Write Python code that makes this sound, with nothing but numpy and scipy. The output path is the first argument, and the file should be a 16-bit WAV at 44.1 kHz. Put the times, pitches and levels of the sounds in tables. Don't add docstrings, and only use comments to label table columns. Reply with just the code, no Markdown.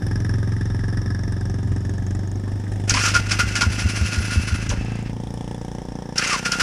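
import sys
import numpy as np
from scipy import signal
from scipy.fft import rfft, irfft, next_fast_len
from scipy.io import wavfile
from scipy.ndimage import uniform_filter1d

SR = 44100
rng = np.random.default_rng(int(sys.argv[2]) if len(sys.argv) > 2 else 0)


def master(y):
    cut = np.clip(np.atleast_2d(y).T, -1, 1)
    pcm = np.round(cut * 32767)
    wavfile.write(sys.argv[1], SR, pcm.astype(np.int16))


def boost(x):
    u = np.asarray(x, float) / 20
    return 10 ** u


N = 291942

# t/s, firing rate/Hz
FIRING_RATE = [(0, 22.06), (.9, 22.09), (1.05, 22.9), (1.8, 22.66), (2.4, 24.76), (3.45, 25.45),
               (3.6, 25.92), (4.5, 26.03), (4.95, 28.17), (5.55, 29.38), (6.3, 29.34), (6.62, 32.82)]
# t/s, boom through the frame/dB, pop at the pipe's mouth/dB
EXHAUST_LEVEL = [(0, -21, -32), (.4, -17.5, -40), (.9, -20, -38), (1.8, -21, -43), (2.1, -23.5, -38.5),
                 (2.5, -28, -39.5), (3, -26.5, -41), (3.6, -29.5, -37.5), (4.6, -30.5, -37.5),
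                 (5, -29.5, -34), (5.6, -37.5, -37), (6, -55, -35), (6.3, -66, -37.5), (6.62, -62, -36)]
# f/Hz, width/Hz, level/dB
LONG_PIPE_MODES = [(187.8, 16.3, 1), (249, 51, -2), (298.1, 22, -4), (383, 15, -6.5)]
# f/Hz, width/Hz, level/dB
TAIL_PIPE_MODES = [(495, 45, 0), (580, 60, -4), (770, 50, -1), (880, 45, -3.5)]
# f/Hz, density/dB per Hz
PUFF_SPECTRUM = [(150, -18), (250, 9), (386, -9), (437, -28.5), (481, -10.5), (694, -8), (770, -1),
                 (1040, -99), (1300, -41), (1690, -58), (2860, -120)]
# t/s, clatter level/dB, head turned away/0-1, tick level/dB
VALVE_LEVEL = [(0, -39.5, 0.38, -47), (.7, -38.5, 0.39, -60), (1.15, -40.5, 0.24, -49),
               (1.45, -42.5, 0.4, -55), (1.7, -43, 0.52, -58.5), (2.3, -47.5, 0.51, -57.5),
               (2.87, -41, 0.84, -72), (5.0, -50, 1, -59.5), (5.3, -46, 0.86, -55), (5.7, -47, 0.79, -59.5),
               (6.2, -46.5, 0.68, -62), (6.62, -38.5, 0.7, -58)]
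# f/Hz, density/dB per Hz
FACING_SPECTRUM = [(530, -68), (900, 4), (1100, -1), (1290, 10), (1410, -7.5), (1690, 13.5), (2270, -20.5),
                   (3570, -32), (4260, -27.5), (5410, 5.5), (5940, -9), (6940, -77.5), (9560, -20.5),
                   (12000, -18), (15400, -42)]
# f/Hz, density/dB per Hz
AWAY_SPECTRUM = [(530, 8.5), (900, 6), (944, -26), (1180, -36), (1790, 4), (1990, -0.5), (2500, -5),
                 (3440, -4), (4260, -16), (5540, -17.5), (6090, -8), (9790, -9.5), (11600, -41),
                 (14300, -38), (15400, -30)]
# head turned away/0-1, f/Hz
TICK_PITCH = [(.35, 5430), (.62, 7400), (.9, 6500)]
# t/s, f/Hz
SHINE_PITCH = [(0, 9700), (.8, 9400), (1.6, 7740), (2.6, 8000), (5.2, 9800)]
# t/s, grind level/dB, dullness/0-1
ENGAGEMENTS = [
    [(2.875, -41, 0), (3.06, -24.5, 0), (3.12, -32.5, 0), (3.24, -36.5, 0.35), (3.37, -34, 0.27),
     (4.34, -34, 0.15), (4.76, -41, 0.75), (5.06, -43, 1), (5.12, -53, .9)],
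    [(6.158, -36.5, 0), (6.22, -26.5, 0.66), (6.342, -25.5, .2), (6.42, -39, 0), (6.63, -31.5, .15)],
]
# f/Hz, density/dB per Hz
SCRAPE_SPECTRUM = [(290, -17), (500, -13), (874, -17), (1330, -7), (1380, -20), (1570, -3), (1920, -8),
                   (2530, -2.5), (3770, -14), (5250, -4.5), (8540, -19.5), (10300, -21), (11900, -72),
                   (13700, -78), (15400, -103)]
# f/Hz, width/Hz, level/dB
GEAR_MODES = [(1425, 36, 14.5), (2033, 5.3, 4), (2622, 14, 6), (2765, 6.3, 7.5), (4180, 41, -6),
              (4640, 25, -43), (5360, 260, -39), (5950, 66, 4), (7400, 82, -6), (8800, 96, -10),
              (10100, 95, -36), (10600, 46, -7)]
# t/s, peak/dB, low ring/dB
MESH_CLANKS = [(2.874, -24, -31), (2.8905, -8.5, -31), (2.9, -20.5, 7.5), (2.936, -8.5, -27),
               (2.9634, -13, -16), (2.988, -11.5, -4), (3.034, -10, 4), (3.077, -9.5, -14),
               (3.1372, -8, -3), (3.1493, -15, 12.5), (3.288, -15, -27), (3.308, -7, -0.5),
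               (3.387, -6.5, 9), (3.5516, -6.5, -5), (3.6066, -5.5, 1.5), (4.614, -21.5, -20),
               (4.694, -18.5, -10), (4.71, -45, 17), (6.1544, -23, -11), (6.1757, -10, 3.5),
               (6.234, -11.5, -33), (6.269, -15, 4), (6.296, -11, -21), (6.324, -10, -5), (6.4484, -8, 5),
               (6.515, -9.5, 5), (6.595, -5.5, 8)]
# t/s, peak/dB, low ring/dB
CRANKING_KNOCKS = [(3.715, -18.5, -27), (3.788, -13, -8), (3.885, -14.5, -22), (3.957, -14, -9),
                   (4.057, -16, -29.5), (4.122, -13.5, -23), (4.2, -29, -24), (4.244, -21, -20),
                   (4.305, -16.5, -13), (4.328, -25.5, 9), (4.41, -22, -15), (4.469, -16, 1.5),
                   (4.538, -20.5, 1)]
# f/Hz, level/dB
FIZZ_SPECTRUM = [(7500, -40), (9000, 2), (11000, 14), (12000, -41), (13500, 7), (15000, -24)]
# f/Hz, width/Hz, level/dB
FIZZ_MODES = [(9300, 300, 5), (9960, 280, -4), (10120, 140, 4), (13500, 850, -15)]
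# t/s, length/s, start f/Hz, end f/Hz, peak/dB
PINION_WHINES = [
    (3.035, 0.079, 1365, 1280, -25),
    (6.294, 0.092, 1260, 985, -23.5),
]
# t/s, peak/dB, f/Hz
TOOTH_STRIKES = [(2.442, -45, 1900), (2.468, -39, 1100), (2.665, -33, 1650), (2.8955, -5, 6240),
                 (2.904, -10, 5370), (2.91, -15, 5360), (2.914, -22.5, 236), (2.941, -13, 4800),
                 (2.943, -18, 1080), (2.97, -15, 1170), (2.973, -14.5, 2300), (3.142, -20, 5270),
                 (3.316, -12, 5440), (3.401, -35, 4300), (3.428, -27, 230), (3.555, -12, 5700),
                 (3.62, -22, 1060), (4.123, -27, 2730), (4.701, -25.5, 3200), (4.704, -24, 1500),
                 (4.712, -26, 940), (4.716, -25.5, 520), (6.181, -6, 5430), (6.275, -14, 5660),
                 (6.519, -10, 5550)]
# t/s, peak/dB
TOOTH_SCRAPES = [
    (3.028, -16),
    (3.06, -17.5),
    (4.692, -17.5),
]
# t/s, peak/dB, f/Hz, cycles/1
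JOLTS = [(0.352, -21, 83, 0.68), (1.658, -13.5, 92.5, 2.1), (1.715, -14, 101, 2.1),
         (2.919, -19, 60.7, 0.67), (3.166, -19.5, 59, 3), (3.443, -18.5, 64.5, 4.5),
         (4.697, -13.5, 102, 4.1), (4.721, -20, 43.8, 2.3), (4.787, -15, 60, 1.2)]
# t/s, peak/dB
COMPRESSION_STROKES = [(3.676, -11), (3.856, -11), (4.025, -10.5), (4.187, -13), (4.379, -9.5),
                       (4.53, -12.5)]
# f/Hz, density/dB per Hz
RUMBLE_SPECTRUM = [(11, -35), (20, -19), (35, -34), (70, -13), (110, 8.5), (185, -1.5), (380, -3.5),
                   (440, -15), (700, -14.5), (900, -27.5), (1100, -44), (1900, -50)]
# f/Hz, density/dB per Hz
AIR_SPECTRUM = [(530, -27), (900, 5), (1030, -2), (1450, -6.5), (1690, -8), (2560, -19), (3530, -9.5),
                (4310, -19), (5410, -4.5), (6310, -16), (9910, -25), (11600, -51), (14300, -24),
                (15400, -46)]


def firings(t):
    first_turn, uneven_db = .458 + .095, .9
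    turns = np.floor(first_turn + np.cumsum(along(FIRING_RATE, t)[0]) / SR)
    at = np.flatnonzero(np.diff(turns))
    clicks = np.zeros(N)
    clicks[at] = boost(uneven_db * rng.standard_normal(len(at)))
    return clicks


def exhaust(clicks, t):
    boom_db, pop_db = along(EXHAUST_LEVEL, t)
    share = warmth(t)
    tail_db = between((-56, -41.5), share ** 2.25)
    puff_db = between((-44, -46.5), share ** 4)
    lag_ms = between((2.88, -1.1), share)
    facing = np.clip(2 - along(VALVE_LEVEL, t)[1] / 0.41, 0, 1)
    boom_hz = between((97.5, 103.9), share) + 2.8 * facing
    fall_db = boom_db + 17.5
    shake_db = -31 + 0.23 * fall_db
    long_db = -30 + 0.85 * np.maximum(fall_db, -14)

    boom = resonate(resonate(clicks, boom_hz, 20.2), boom_hz, 20.2)
    boom = np.interp(t - lag_ms / 1000, t, boom)
    loose = .018 * rng.standard_normal(N)
    shake = resonate(resonate(clicks + loose, 47, 34), 47, 34)

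    ms = np.arange(1300) / SR * 1000
    falling = -np.sin(2 * np.pi * .48 * ms ** .58)
    shape = falling * ms / (ms + .7) * np.exp(-(ms / 8) ** 3)
    pop = np.roll(signal.oaconvolve(clicks, shape)[:N], -10)
    snap = signal.sosfilt(signal.butter(3, [350, 950], "band", fs=SR, output="sos"), clicks)
    warm = np.interp(t, [4.7, 6.4], [.96, 1.01])

    gate = signal.oaconvolve(clicks, ms * np.exp(-ms / 5.0))[:N]
    puff = colour((evened(gate) + .3) * rng.standard_normal(N), PUFF_SPECTRUM)

    out = boost(boom_db) * evened(boom) + boost(shake_db) * evened(shake)
    out += boost(pop_db) * evened(pop) + boost(puff_db) * puff
    out += boost(long_db) * modes(pop, LONG_PIPE_MODES)
    return out + boost(tail_db) * modes(snap, TAIL_PIPE_MODES, warm)


def valves(clicks, t):
    level_db, away, tick_db = along(VALVE_LEVEL, t)
    seated_s, seated_tick_hz = 5.05, 3250
    tick_hz = np.where(t < seated_s, along(TICK_PITCH, away)[0], seated_tick_hz)
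    shine_hz = along(SHINE_PITCH, t)[0]
    away = np.clip(away, 0, 1)

    ms = np.arange(1800) / SR * 1000
    rise = 1 - np.exp(-ms / 1.1)
    burst = rise * np.exp(-ms / 8) + 0.26 * np.exp(-((ms - 21) / 3) ** 2)
    drive = (signal.oaconvolve(clicks ** 2.65, burst)[:N] + 0.15) * rng.standard_normal(N)
    draws = np.clip(rng.standard_normal((200, 4)), -2, 1.7)
    size, pitch, slap, high = draws[np.cumsum(clicks > 0)].T

    def knock(strength_db, decay_ms, hz, width):
        gate = signal.oaconvolve(clicks * boost(strength_db), rise * np.exp(-ms / decay_ms))[:N]
        return evened(resonate(resonate(gate * rng.standard_normal(N), hz, width), hz, width))

    cover = boost(-3) * knock(1.5 * slap, 6.5, 1700 * (1 + .03 * pitch), 300)
    cover = cover + boost(-17.5) * knock(2 * high, 8.9, 3600, 350)
    hiss = (1 - away) * (colour(drive, FACING_SPECTRUM) + cover) + away * colour(drive, AWAY_SPECTRUM)
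    shaded = signal.oaconvolve(boost(level_db) * hiss, signal.firwin(127, 11300, fs=SR), "same")

    tick = knock(3 * size, 2.3, tick_hz * (1 + .04 * pitch), 700)
    shine = knock(3 * size + 2 * high, 2.5, shine_hz, 1600)
    ticks = boost(tick_db) * (tick + boost(-8) * shine)
    seated = boost(level_db - 9.5) * (t > seated_s) * knock(1.2 * slap, 3.2, 5620, 940)
    return shaded + ticks + seated


def starter(t):
    return grind(t) + clanks() + whines()


def grind(t):
    teeth = rng.standard_normal(N) * boost(2.7 * evened(uniform_filter1d(rng.standard_normal(N), 600)))
    scrape = colour(teeth, SCRAPE_SPECTRUM)
    muffled = evened(resonate(scrape, 1360, 1800)) + 0.42 * modes(teeth, GEAR_MODES[1:3])
    ring = modes(teeth, GEAR_MODES)
    out = np.zeros(N)
    for rows in ENGAGEMENTS:
        start_s, end_s = rows[0][0], rows[-1][0]
        grind_db, dull = along(rows, t)
        dull = np.clip(dull, 0, 1)
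        ring_db = -2.5 * np.exp(-np.maximum(t - start_s, 0) / 0.33)
        engaged = uniform_filter1d(1. * (t > start_s) * (t < end_s), 60)
        bright = scrape + boost(ring_db) * ring
        out += engaged * boost(grind_db) * ((1 - dull) * bright + dull * muffled)
    return out


def clanks():
    blows, low, fizz = np.zeros((3, N))
    u = np.arange(4000) / SR
    for rows, length, fizz_db in [(MESH_CLANKS, 0.028, -43.5), (CRANKING_KNOCKS, 0.031, -31.5)]:
        shape = (1 - np.exp(-u / 0.0057)) * np.exp(-(u / length) ** 1.52)
        for s, db, low_db in rows:
            burst = boost(db - 10.0) * shape
            add(blows, s, burst)
            add(low, s, burst * boost(low_db))
            add(fizz, s, burst * boost(fizz_db - db))
    grain = boost(1.6 * evened(uniform_filter1d(rng.standard_normal(N), 50)))
    noise = evened(grain * rng.standard_normal(N))
    lowest = resonate(low * noise, 1420, 32)
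    top = modes(colour(noise, FIZZ_SPECTRUM), FIZZ_MODES)
    return blows * colour(noise, SCRAPE_SPECTRUM) + 14 * lowest + fizz * top


def whines():
    out = np.zeros(N)
    for s, length, start_hz, end_hz, peak_db in PINION_WHINES:
        span = np.arange(s, s + length, 1 / SR)
        done = (span - s) / length
        hz = between((start_hz, end_hz), np.sin(np.pi / 2 * done) ** 2)
        db = peak_db - 22 * (2 * done - 1) ** 2
        noise = resonate(resonate(rng.standard_normal(len(span)), hz, 700), 1.3 * hz, 1500)
        tone = evened(resonate(noise, hz, 60))
        octave = evened(resonate(noise, 2 * hz, 120))
        add(out, span[0], boost(db) * (tone + .4 * octave))
    return out


def strikes():
    out, u = np.zeros(N), np.arange(2500) / SR
    rows = [(s, db, hz, 0.12 * (1000 / hz) ** 0.84) for s, db, hz in TOOTH_STRIKES]
    rows += [(s, db, 6050, 0.1) for s, db in TOOTH_SCRAPES]
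    for s, db, hz, t60 in rows:
        burst = rng.standard_normal(len(u)) * boost(-60 * u / t60) * (1 - np.exp(-u / 0.00031))
        ring = resonate(resonate(resonate(burst, hz, 0.19 * hz), hz, .5 * hz), hz, hz)
        add(out, s, boost(db) * ring / abs(ring).max())
    return out


def thumps():
    out, u = np.zeros(N), np.arange(-1500, 3000) / SR
    strokes = [(s, db, 78.6, 3.3) for s, db in COMPRESSION_STROKES]
    for s, db, hz, cycles in [*JOLTS, *strokes]:
        width = np.where(u < 0, .27, .5) * cycles / hz
        wave = np.cos(2 * np.pi * hz * u - .5) + 0.19 * np.cos(2 * np.pi * 2.7 * hz * u)
        add(out, s + u[0], boost(db) * wave * np.exp(-(u / width) ** 2))
    return out


def rumble(t):
    lumps = boost(2.2 * evened(uniform_filter1d(rng.standard_normal(N), 5000)))
    level_db = between((-37, -43), warmth(t) ** 4)
    return boost(level_db) * colour(lumps * rng.standard_normal(N), RUMBLE_SPECTRUM)


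def air():
    return boost(-51.5) * colour(rng.standard_normal(N), AIR_SPECTRUM)


def warmth(t):
    idle_hz, warm_hz = 22, 29.4
    return np.clip((along(FIRING_RATE, t)[0] - idle_hz) / (warm_hz - idle_hz), 0, 1)


def modes(x, table, stretch=1):
    return evened(sum(boost(db) * evened(resonate(x, hz * stretch, width)) for hz, width, db in table))


def resonate(x, hz, width):
    turn = np.exp(2j * np.pi * np.cumsum(hz * np.ones(len(x))) / SR)
    r = np.exp(-np.pi * width / SR)
    return 2 * (turn * signal.lfilter([1 - r], [1, -r], x / turn + 1e-18)).real


def colour(x, spectrum):
    f, db = np.transpose(spectrum)
    size = next_fast_len(len(x))
    hz = np.fft.rfftfreq(size, 1 / SR)
    gain = boost(np.interp(np.log(hz + 1), np.log(f + 1), db))
    return evened(irfft(rfft(x, size) * gain, size)[:len(x)])


def evened(x):
    return x / np.sqrt(np.mean(x ** 2) + 1e-20)


def along(rows, t):
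    s, *columns = np.transpose(rows)
    return [np.interp(t, s, c) for c in columns]


def between(ends, share):
    return ends[0] + (ends[1] - ends[0]) * share


def add(mix, s, sound):
    part = mix[max(round(s * SR), 0):][:len(sound)]
    part += sound[:len(part)]


def scene():
    t = np.arange(N) / SR
    clicks = firings(t)
    engine = exhaust(clicks, t) + valves(clicks, t)
    cranking = starter(t) + strikes() + thumps()
    return (engine + cranking + rumble(t) + air())[None]


def low_pass(x):
    return signal.sosfilt(signal.butter(12, 15520, fs=SR, output="sos"), x)


def record(dry):
    limited = signal.oaconvolve(dry, signal.firwin(255, 14900, fs=SR)[None], "same")
    return low_pass(limited)


dry = scene()
out = record(dry)
master(out)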